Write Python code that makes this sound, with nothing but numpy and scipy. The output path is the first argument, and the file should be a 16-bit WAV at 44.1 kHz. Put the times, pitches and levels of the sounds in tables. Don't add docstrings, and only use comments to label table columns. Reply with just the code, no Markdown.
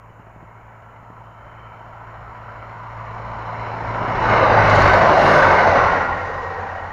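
import sys
import numpy as np
from scipy import signal
from scipy.io import wavfile
from scipy.ndimage import uniform_filter1d

SR = 44100
rng = np.random.default_rng(int(sys.argv[2]) if len(sys.argv) > 2 else 0)


def makeup_ratio(level_db):
    decades = np.asarray(level_db, float) / 20
    return 10 ** decades


def to_wav(sig):
    pcm = np.clip(np.atleast_2d(sig), -1, 1) * 32767
    pcm = np.round(pcm).astype(np.int16)
    wavfile.write(sys.argv[1], SR, pcm.T)


N = 305543

SPEED, SOUND = 31.5, 343.0
TRACK_M = 6.4
FRAME, HOP = 1024, 256


def evened(x):
    return x / np.sqrt(np.mean(x ** 2) + 1e-20)


def read(points, hz):
    f, value = np.transpose(points)
    return np.interp(np.log(hz + 1), np.log(f + 1), value, -150, -150)


def columns(rows, t):
    s, *values = np.transpose(rows)
    return [np.interp(t, s, v) for v in values]


def bump(x, at, spread, db):
    return db * np.exp(-((x - at) / spread) ** 2)


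def peak(hz, centre_hz, width, db):
    return (makeup_ratio(db) ** 2 - 1) / (1 + (2 * (hz - centre_hz) / width) ** 2) ** 2


def passing(t, abreast):
    along = SPEED * (t - abreast)
    metres = np.hypot(along, TRACK_M)
    return metres, 1 / (1 + SPEED / SOUND * along / metres)


def spread_db(t, abreast):
    return 20 * np.log10(TRACK_M / passing(t, abreast)[0])


def beam(t, abreast):
    beam_m = 4
    return np.exp(-(SPEED * (t - abreast) / beam_m) ** 2)


def frame_grid():
    return np.arange(N // HOP + 5) * HOP / SR, np.fft.rfftfreq(FRAME, 1 / SR)[:, None]


def noise(db):
    a, b = rng.standard_normal((2,) + db.T.shape)
    spectrum = (a + 1j * b).T * makeup_ratio(db + 0.5)
    return signal.istft(spectrum, nperseg=FRAME, noverlap=FRAME - HOP)[1][:N]


def band_db(db, hz, lo_hz, hi_hz):
    inside = (hz > lo_hz) & (hz < hi_hz)
    return 10 * np.log10((makeup_ratio(db) ** 2 * inside).sum(0))


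def patches(shape, bins, frames):
    z = rng.standard_normal(shape[::-1]).T
    z = uniform_filter1d(z, size=bins, axis=0)
    return evened(uniform_filter1d(z, size=frames, axis=1))


def bandpassed(x, order, lo_hz, hi_hz):
    return signal.sosfilt(signal.butter(order, [lo_hz, hi_hz], "band", fs=SR, output="sos"), x)


# (frequency [Hz], density [dB per Hz])
SELF_NOISE = [(3300, -21.5), (6200, -10.5), (6500, -6.5), (7100, -1), (7500, -15), (7700, -18),
              (12000, -16.5), (15600, -11.5)]


def recorder_hiss(floor_db=-79.5, duck_db=1.0, loud_db=-20.5):
    t, hz = frame_grid()
    loud = 0.5 + 0.5 * np.tanh((columns(ROAR_LEVEL, t)[0] - loud_db) / 8)
    field = read(SELF_NOISE, hz) + 0 * t
    level = floor_db - duck_db * loud
    return noise(field - band_db(field, hz, 7700, 15500) + level)


# (time [s], level [dB])
TICK_TIMES = [(4.8196, -28), (4.8569, -32), (4.7555, -40), (5.249, -38)]


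def overload_ticks():
    out = np.zeros(N)
    for s, db in TICK_TIMES:
        out[round(s * SR)] = makeup_ratio(db)
    return signal.sosfilt(signal.butter(4, 8200, "high", fs=SR, output="sos"), out)


# (time [s], peak level [dB], swing frequency [Hz])
WIND_THUMPS = [(0.101, -33, 170), (0.18, -33, 170), (0.196, -31, 170), (0.267, -32, 170), (0.362, -33, 170),
               (0.427, -30.5, 170), (0.44, -40, 170), (0.584, -48, 170), (1.026, -33, 170),
               (1.102, -31, 170), (1.124, -35.5, 170)]


def wind_thumps(cycles=0.97, puff_db=-4, rustle=0.59):
    t, out = np.arange(N) / SR, np.zeros(N)
    air = evened(bandpassed(rng.standard_normal(N), 2, 70, 380))
    for s, db, hz in WIND_THUMPS:
        swings = np.clip((t - s) * hz, 0, 30)
        envelope = np.tanh(8 * swings) * np.exp(-swings / cycles)
        out += makeup_ratio(db) * envelope * (rustle * air - np.sin(2 * np.pi * swings + 1))
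    return makeup_ratio(puff_db) * out


# (time [s], peak level [dB])
VALVE_BURSTS = [(4.6968, -22.5), (4.752, -21), (4.814, -24), (4.8744, -27), (4.932, -24.5)]


def valve_clatter(length=0.0064, ring_hz=4000, ring_db=-10, bright_db=-20):
    t, burst = np.arange(N) / SR, np.zeros(N)
    for s, db in VALVE_BURSTS:
        burst += makeup_ratio(db) * np.exp(-((t - s - length) / length) ** 2)
    air = rng.standard_normal(N)
    ring = bandpassed(air, 2, ring_hz * 0.94, ring_hz * 1.135)
    bright = bandpassed(air, 6, 4800, 7200)
    return burst * (makeup_ratio(ring_db) * evened(ring) + makeup_ratio(bright_db) * evened(bright))


SHADE_M = 16

# (frequency [Hz], density [dB per Hz])
FIZZ_COLOUR = [(7950, -26.5), (8150, -12.5), (8500, 0), (9300, -5), (10300, -1), (11500, -10.5),
               (12300, -13.5), (13400, -26), (14400, -15), (15500, -32)]
FIZZ_LEVELS = [
    -63,
    -60.5,
]


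def exhaust_fizz(patchy_db=1.2, fall=1.3, wake_db=3.0):
    t, hz = frame_grid()
    field = read(FIZZ_COLOUR, hz) + patchy_db * patches((len(hz), len(t)), 30, 5)
    power = 0
    for db, (_, _, pipe), beams in zip(FIZZ_LEVELS, ENGINE_PASSES, EXHAUST_BEAMS):
        wake = wake_db * np.tanh(np.maximum(t - pipe, 0) * SPEED / SHADE_M)
        power = power + makeup_ratio(db + fall * spread_db(t, pipe) + beams[2] * beam(t, pipe) + wake) ** 2
    return noise(field - band_db(field, hz, 8300, 12500) + 10 * np.log10(power))


# (firing rate [Hz], time engine abreast [s], time exhaust abreast [s])
ENGINE_PASSES = [
    (102.07, 4.72, 4.8),
    (93.05, 5.52, 5.31),
]
# (level abreast [dB], shade ahead [dB], shade behind [dB])
FIRING_LEVELS = [(-20.5, -2, -1), (-28.5, -3, 3)]
# (half order [dB], its shade ahead [dB], upper orders [dB], their shade ahead [dB], behind [dB])
PIPE_LEVELS = [(-32.5, 2, -33., -4., -5.5), (-36, -3.5, -33., -12.5, -3.5)]
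# (half order [dB], upper orders [dB], fizz [dB], hiss [dB], rumble [dB])
EXHAUST_BEAMS = [(3., 0.5, 5., 3.6, 0.5), (6.5, 8., 6., 3, 1.7)]
# (time [s], spread [s], level [dB])
GROUND_ECHOES = [
    [(5.14, 0.12, -19), (3.5, .6, 4.), (7.8, .2, -4.5)],
    [(6.3, .15, -4.5), (5.7, 0.28, -2), (4.4, 0.065, -5.5)],
]
# (multiple of the cycle, level [dB])
UPPER_ORDERS = [(9, 0), (12, -2), (15, -7), (18, -7), (22, -10)]
# (multiple of the cycle, level re firing [dB])
UNEVEN_CYLINDERS = [(2, -22), (4, -24), (5, -22), (7, -19), (8, -21), (11, -22)]


def engine(passes, levels, orders, beams, echoes, waver=0.14, pipe_waver=0.35, uneven_db=-4.5):
    t, s = frame_grid()[0], np.arange(N) / SR
    firing_hz, abreast, pipe = passes
    firing_db, ahead_db, behind_db = levels
    half_db, half_ahead_db, upper_db, *upper_shade_db = orders
    side = np.tanh(SPEED * (t - abreast) / SHADE_M)
    firing = firing_db + spread_db(t, abreast) + np.where(side < 0, ahead_db, behind_db) * side ** 2
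    firing = firing + sum(bump(t, *row) for row in echoes)
    half = half_db + spread_db(t, pipe) + beams[0] * beam(t, pipe)
    half = half + half_ahead_db * np.minimum(side, 0) ** 2
    upper = upper_db + spread_db(t, pipe) + beams[1] * beam(t, pipe)
    upper = upper + np.where(side < 0, *upper_shade_db) * side ** 2
    cycle = 2 * np.pi * np.cumsum(firing_hz / 6 * passing(s, abreast)[1]) / SR
    lines = [(6, firing), (3, half)]
    lines += [(k, db + upper) for k, db in UPPER_ORDERS]
    lines += [(k, db + firing + uneven_db) for k, db in UNEVEN_CYLINDERS]
    out = 0
    for k, db in lines:
        drift = np.interp(t, np.arange(80) / 10, rng.standard_normal(80))
        gain = makeup_ratio(db) * (1 + drift * (waver if k == 6 else pipe_waver))
        out = out + np.interp(s, t, gain) * np.cos(k * cycle + 2 * np.pi * rng.random())
    return np.sqrt(2) * out


# (time loudest [s], spread [s], pitch at rest [Hz], level [dB], time abreast [s])
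WHEEL_TONES = [(6.4, .6, 2030, -40, 5.66), (5.6, .2, 2080, -34.5, 5.2), (5.94, 0.3, 1500, -29.5, 5.8),
               (3.55, .25, 3700, -64.5, 4.3), (3.7, .7, 790, -43.5, 4.9), (3.6, .8, 914, -43.5, 4.9),
               (6.6, .4, 848, -38.5, 5.66), (5.15, .25, 352, -32.5, 5.27), (3.05, .4, 1075, -46, 4.45)]


def wheel_whines(wander_hz=20.7, flutter=0.4):
    t, out = np.arange(N) / SR, 0
    for s, spread, rest_hz, db, abreast in WHEEL_TONES:
        a, b = (np.interp(t, np.arange(360) / 50, z) for z in rng.standard_normal((2, 360)))
        wander = wander_hz * a * min(rest_hz / 900, 1)
        turns = np.cumsum(rest_hz * passing(t, abreast)[1] + wander) / SR
        swell = np.exp(-((t - s) / spread) ** 2) * (1 + flutter * b)
        out = out + makeup_ratio(db) * swell * np.sin(2 * np.pi * turns)
    return np.sqrt(2) * out


# (time loudest [s], spread [s], pitch at rest [Hz], over roar [dB], time abreast [s])
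SINGING_WHEELS = [(6.57, 0.54, 2030, 7, 5.66), (3.8, 0.065, 2380, 1.5, 2.3), (7.2, 0.18, 1600, 8, 4.5),
                  (6, .15, 1900, 3.5, 5.5), (5.9, .25, 1500, 0, 4), (6.66, 0.45, 930, 8, 6.8),
                  (6.37, 0.26, 540, 5.5, 6.2), (1.6, 1, 1200, 8, 4.45), (1.54, 0.33, 2790, 11.5, 4.45),
                  (3.55, .22, 3700, 3.5, 5.3), (3.1, 0.37, 870, 2.5, 4.9), (3.05, .4, 1110, 5, 4)]
# (time loudest [s], spread [s], pitch at rest [Hz], over roar [dB], time abreast [s])
SIZZLING_WHEELS = [
    (3, .9, 6250, 7, 4.45),
    (6.6, .45, 7450, 7.6, 5.66),
]
# (time abreast [s], spread [s], pitch at rest [Hz], width [Hz], over roar [dB])
PASSING_SURGES = [(4.5, .09, 600, 150, 5.5), (5.1, 0.14, 656, 170, 5), (5.7, 0.083, 674, 160, 8),
                  (5.3, .2, 390, 28, 7), (5.72, 0.085, 263, 30, 8), (4.44, 0.13, 4030, 580, 7.5),
                  (5.36, .06, 6500, 400, 4.5), (4.33, .12, 5200, 700, -5), (5.36, .09, 870, 200, -4),
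                  (4.14, .12, 540, 150, 1)]


def singing_db(t, hz, sing_width=91, sizzle_width=640):
    rows = [(s, spread, f, sing_width, db, abreast) for s, spread, f, db, abreast in SINGING_WHEELS]
    rows += [(s, spread, f, sizzle_width, db, abreast) for s, spread, f, db, abreast in SIZZLING_WHEELS]
    rows += [(*row, row[0]) for row in PASSING_SURGES]
    extra = 0
    for s, spread, f, width, db, abreast in rows:
        at_rest_hz = hz / passing(t, abreast)[1]
        extra = extra + np.exp(-((t - s) / spread) ** 2) * peak(at_rest_hz, f, width, db)
    return 10 * np.log10(np.maximum(1 + extra, 0.1))


# (time abreast [s], level [dB], column of the resonances)
BOGIE_PASSES = [
    (4.45, 0, 0),
    (4.95, 0, 1),
    (5.22, 0, 1),
    (5.66, 0, 2),
]
# (frequency [Hz], width [Hz], front, middle, rear bogies over the roar [dB])
WHEEL_RINGS = [(551, 110, 2.5, 4.5, 4.6), (646, 88, 3, 2.5, 0.96), (880, 187, 5, -1, 3.8),
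               (1212, 100, 3.5, 1.4, 0.81), (1477, 100, -2.5, 1.5, 4.8), (2053, 71, 4.5, 2.5, 7.7),
               (2770, 180, 4.5, 2.5, .6), (3720, 120, 5.5, 2.5, .7), (4800, 80, 8.5, -2.5, .4),
               (5100, 100, 8.5, 1, .3), (6250, 300, 3.5, -3.5, 4.1)]
# (frequency [Hz], density [dB per Hz])
ROAR_COLOUR = [(20, -22), (40, -12), (75, -10.5), (130, -8.5), (300, -11), (450, -5), (680, -2), (1120, -1),
               (1270, -6), (1500, -4), (1700, -9), (2150, -11), (2450, -20), (3000, -21)]
# (frequency [Hz], density [dB per Hz])
HISS_COLOUR = [(3000, -24.5), (3300, -32), (3950, -30), (4700, -34.5), (6000, -39), (7000, -47.5),
               (7500, -54), (7800, -67), (7950, -75.5)]
# (frequency [Hz], width [Hz], level [dB])
NEAR_RAIL = (1510, 27, 5.4)


def rolling_colour(t, hz, nearest, shadow_m=1.6, patchy_db=1.45):
    power, total = 0, 0
    for abreast, db, column in BOGIE_PASSES:
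        metres, pitch = passing(t, abreast)
        hidden = 0.5 ** ((metres - nearest) / shadow_m)
        weight = makeup_ratio(db) ** 2 / metres ** 2 * hidden
        rings = sum(peak(hz / pitch, f, width, dbs[column]) for f, width, *dbs in WHEEL_RINGS)
        power = power + weight * np.maximum(1 + rings, 0.06)
        total = total + weight
    field = np.maximum(read(ROAR_COLOUR, hz), read(HISS_COLOUR, hz)) + 10 * np.log10(power / total)
    alongside = (TRACK_M / nearest) ** 2
    field = field + 10 * np.log10(1 + alongside * peak(hz, *NEAR_RAIL))
    return field + patchy_db * patches(field.shape, 4, 20) + singing_db(t, hz)


# (time [s], level [dB])
ROAR_LEVEL = [(0, -46.5), (.6, -44.5), (1.5, -41.5), (2.4, -37), (3.0, -34), (3.65, -27.5), (3.8, -27.5),
              (4.0, -23), (4.18, -20), (4.33, -12.5), (4.6, -12), (4.85, -10.5), (5.45, -10.5), (5.78, -12),
              (6.0, -17), (6.22, -24), (6.55, -26.5), (6.93, -30)]
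# (time [s], spread [s], level [dB])
RAIL_RUMBLE = [
    (3.95, .35, 4.5),
    (6.8, 0.46, -1.5),
]
# (time [s], spread [s], level [dB])
FOREST_LULL = (0.83, 0.2, -5.)
# (distance [m], spread [m], level [dB])
SKIRT_SHADE = (15, 2.5, -2.5)
WHEEL_FLATS = [0.067, 0.062, 0.027, 0.076]


def rolling(far_bass_db=12.5, far_m=30.0, behind=0.52, wheel_hz=13.1):
    rumble_db, ground_db, ground_m, forest_db = -17.0, -4, 35.0, -62.5
    hiss_db, air_db_per_m = -25.5, 0.0837
    t, hz = frame_grid()
    nearest = np.min([passing(t, bogie[0])[0] for bogie in BOGIE_PASSES], axis=0)
    field = rolling_colour(t, hz, nearest)

    roar, = columns(ROAR_LEVEL, t)
    hiss_beam, rumble_beam = sum(np.outer(beams[3:], beam(t, e[2]))
                                 for e, beams in zip(ENGINE_PASSES, EXHAUST_BEAMS))
    rumble = roar + rumble_db + ground_db * np.tanh((nearest / ground_m) ** 2) + rumble_beam
    rumble = rumble + sum(bump(t, *row) for row in RAIL_RUMBLE)
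    forest = forest_db + bump(t, *FOREST_LULL)
    rumble = 10 * np.log10(makeup_ratio(rumble) ** 2 + makeup_ratio(forest) ** 2)
    hiss = roar + hiss_db - air_db_per_m * nearest + hiss_beam + bump(nearest, *SKIRT_SHADE)

    roar = roar - band_db(field, hz, 400, 2400)
    rumble = rumble - band_db(field, hz, 240, 400)
    hiss = hiss - band_db(field, hz, 3300, 6300)
    low = np.clip(np.log(530 / (hz + 1)) / 0.41, 0, 1)
    high = np.clip(np.log((hz + 1) / 2900) / 0.27, 0, 1)
    deep = np.clip(np.log(230 / (hz + 1)) / 1.1, 0, 1)
    far = np.tanh(nearest / far_m) * np.where(t > BOGIE_PASSES[1][0], behind, 1)
    field = field + roar + low * (rumble - roar) + high * (hiss - roar) + far_bass_db * far * deep

    s = np.arange(N) / SR
    turns = np.cumsum(wheel_hz * passing(s, 4.9)[1]) / SR
    throb = 0
    for k, depth in enumerate(WHEEL_FLATS):
        throb = throb + depth * np.cos(2 * np.pi * ((k + 1) * turns + rng.random()))
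    return noise(field) * (1 + throb)


def scene():
    microphone = recorder_hiss() + overload_ticks() + wind_thumps()
    train = valve_clatter() + exhaust_fizz()
    for settings in zip(ENGINE_PASSES, FIRING_LEVELS, PIPE_LEVELS, EXHAUST_BEAMS, GROUND_ECHOES):
        train = train + engine(*settings)
    train = train + wheel_whines() + rolling()
    return (microphone + train)[None]


def top_cut(x):
    return signal.sosfilt(signal.butter(12, 15750, fs=SR, output="sos"), x)


def record(dry):
    knee = 0.8
    over = np.maximum(abs(dry) - knee, 0)
    shaved = np.sign(dry) * (over - (1 - knee) * np.tanh(over / (1 - knee)))
    shaved = signal.sosfiltfilt(signal.butter(6, 6500, fs=SR, output="sos"), shaved)
    return top_cut(np.clip(dry - shaved, -1, 1))


dry = scene()
out = record(dry)
to_wav(out)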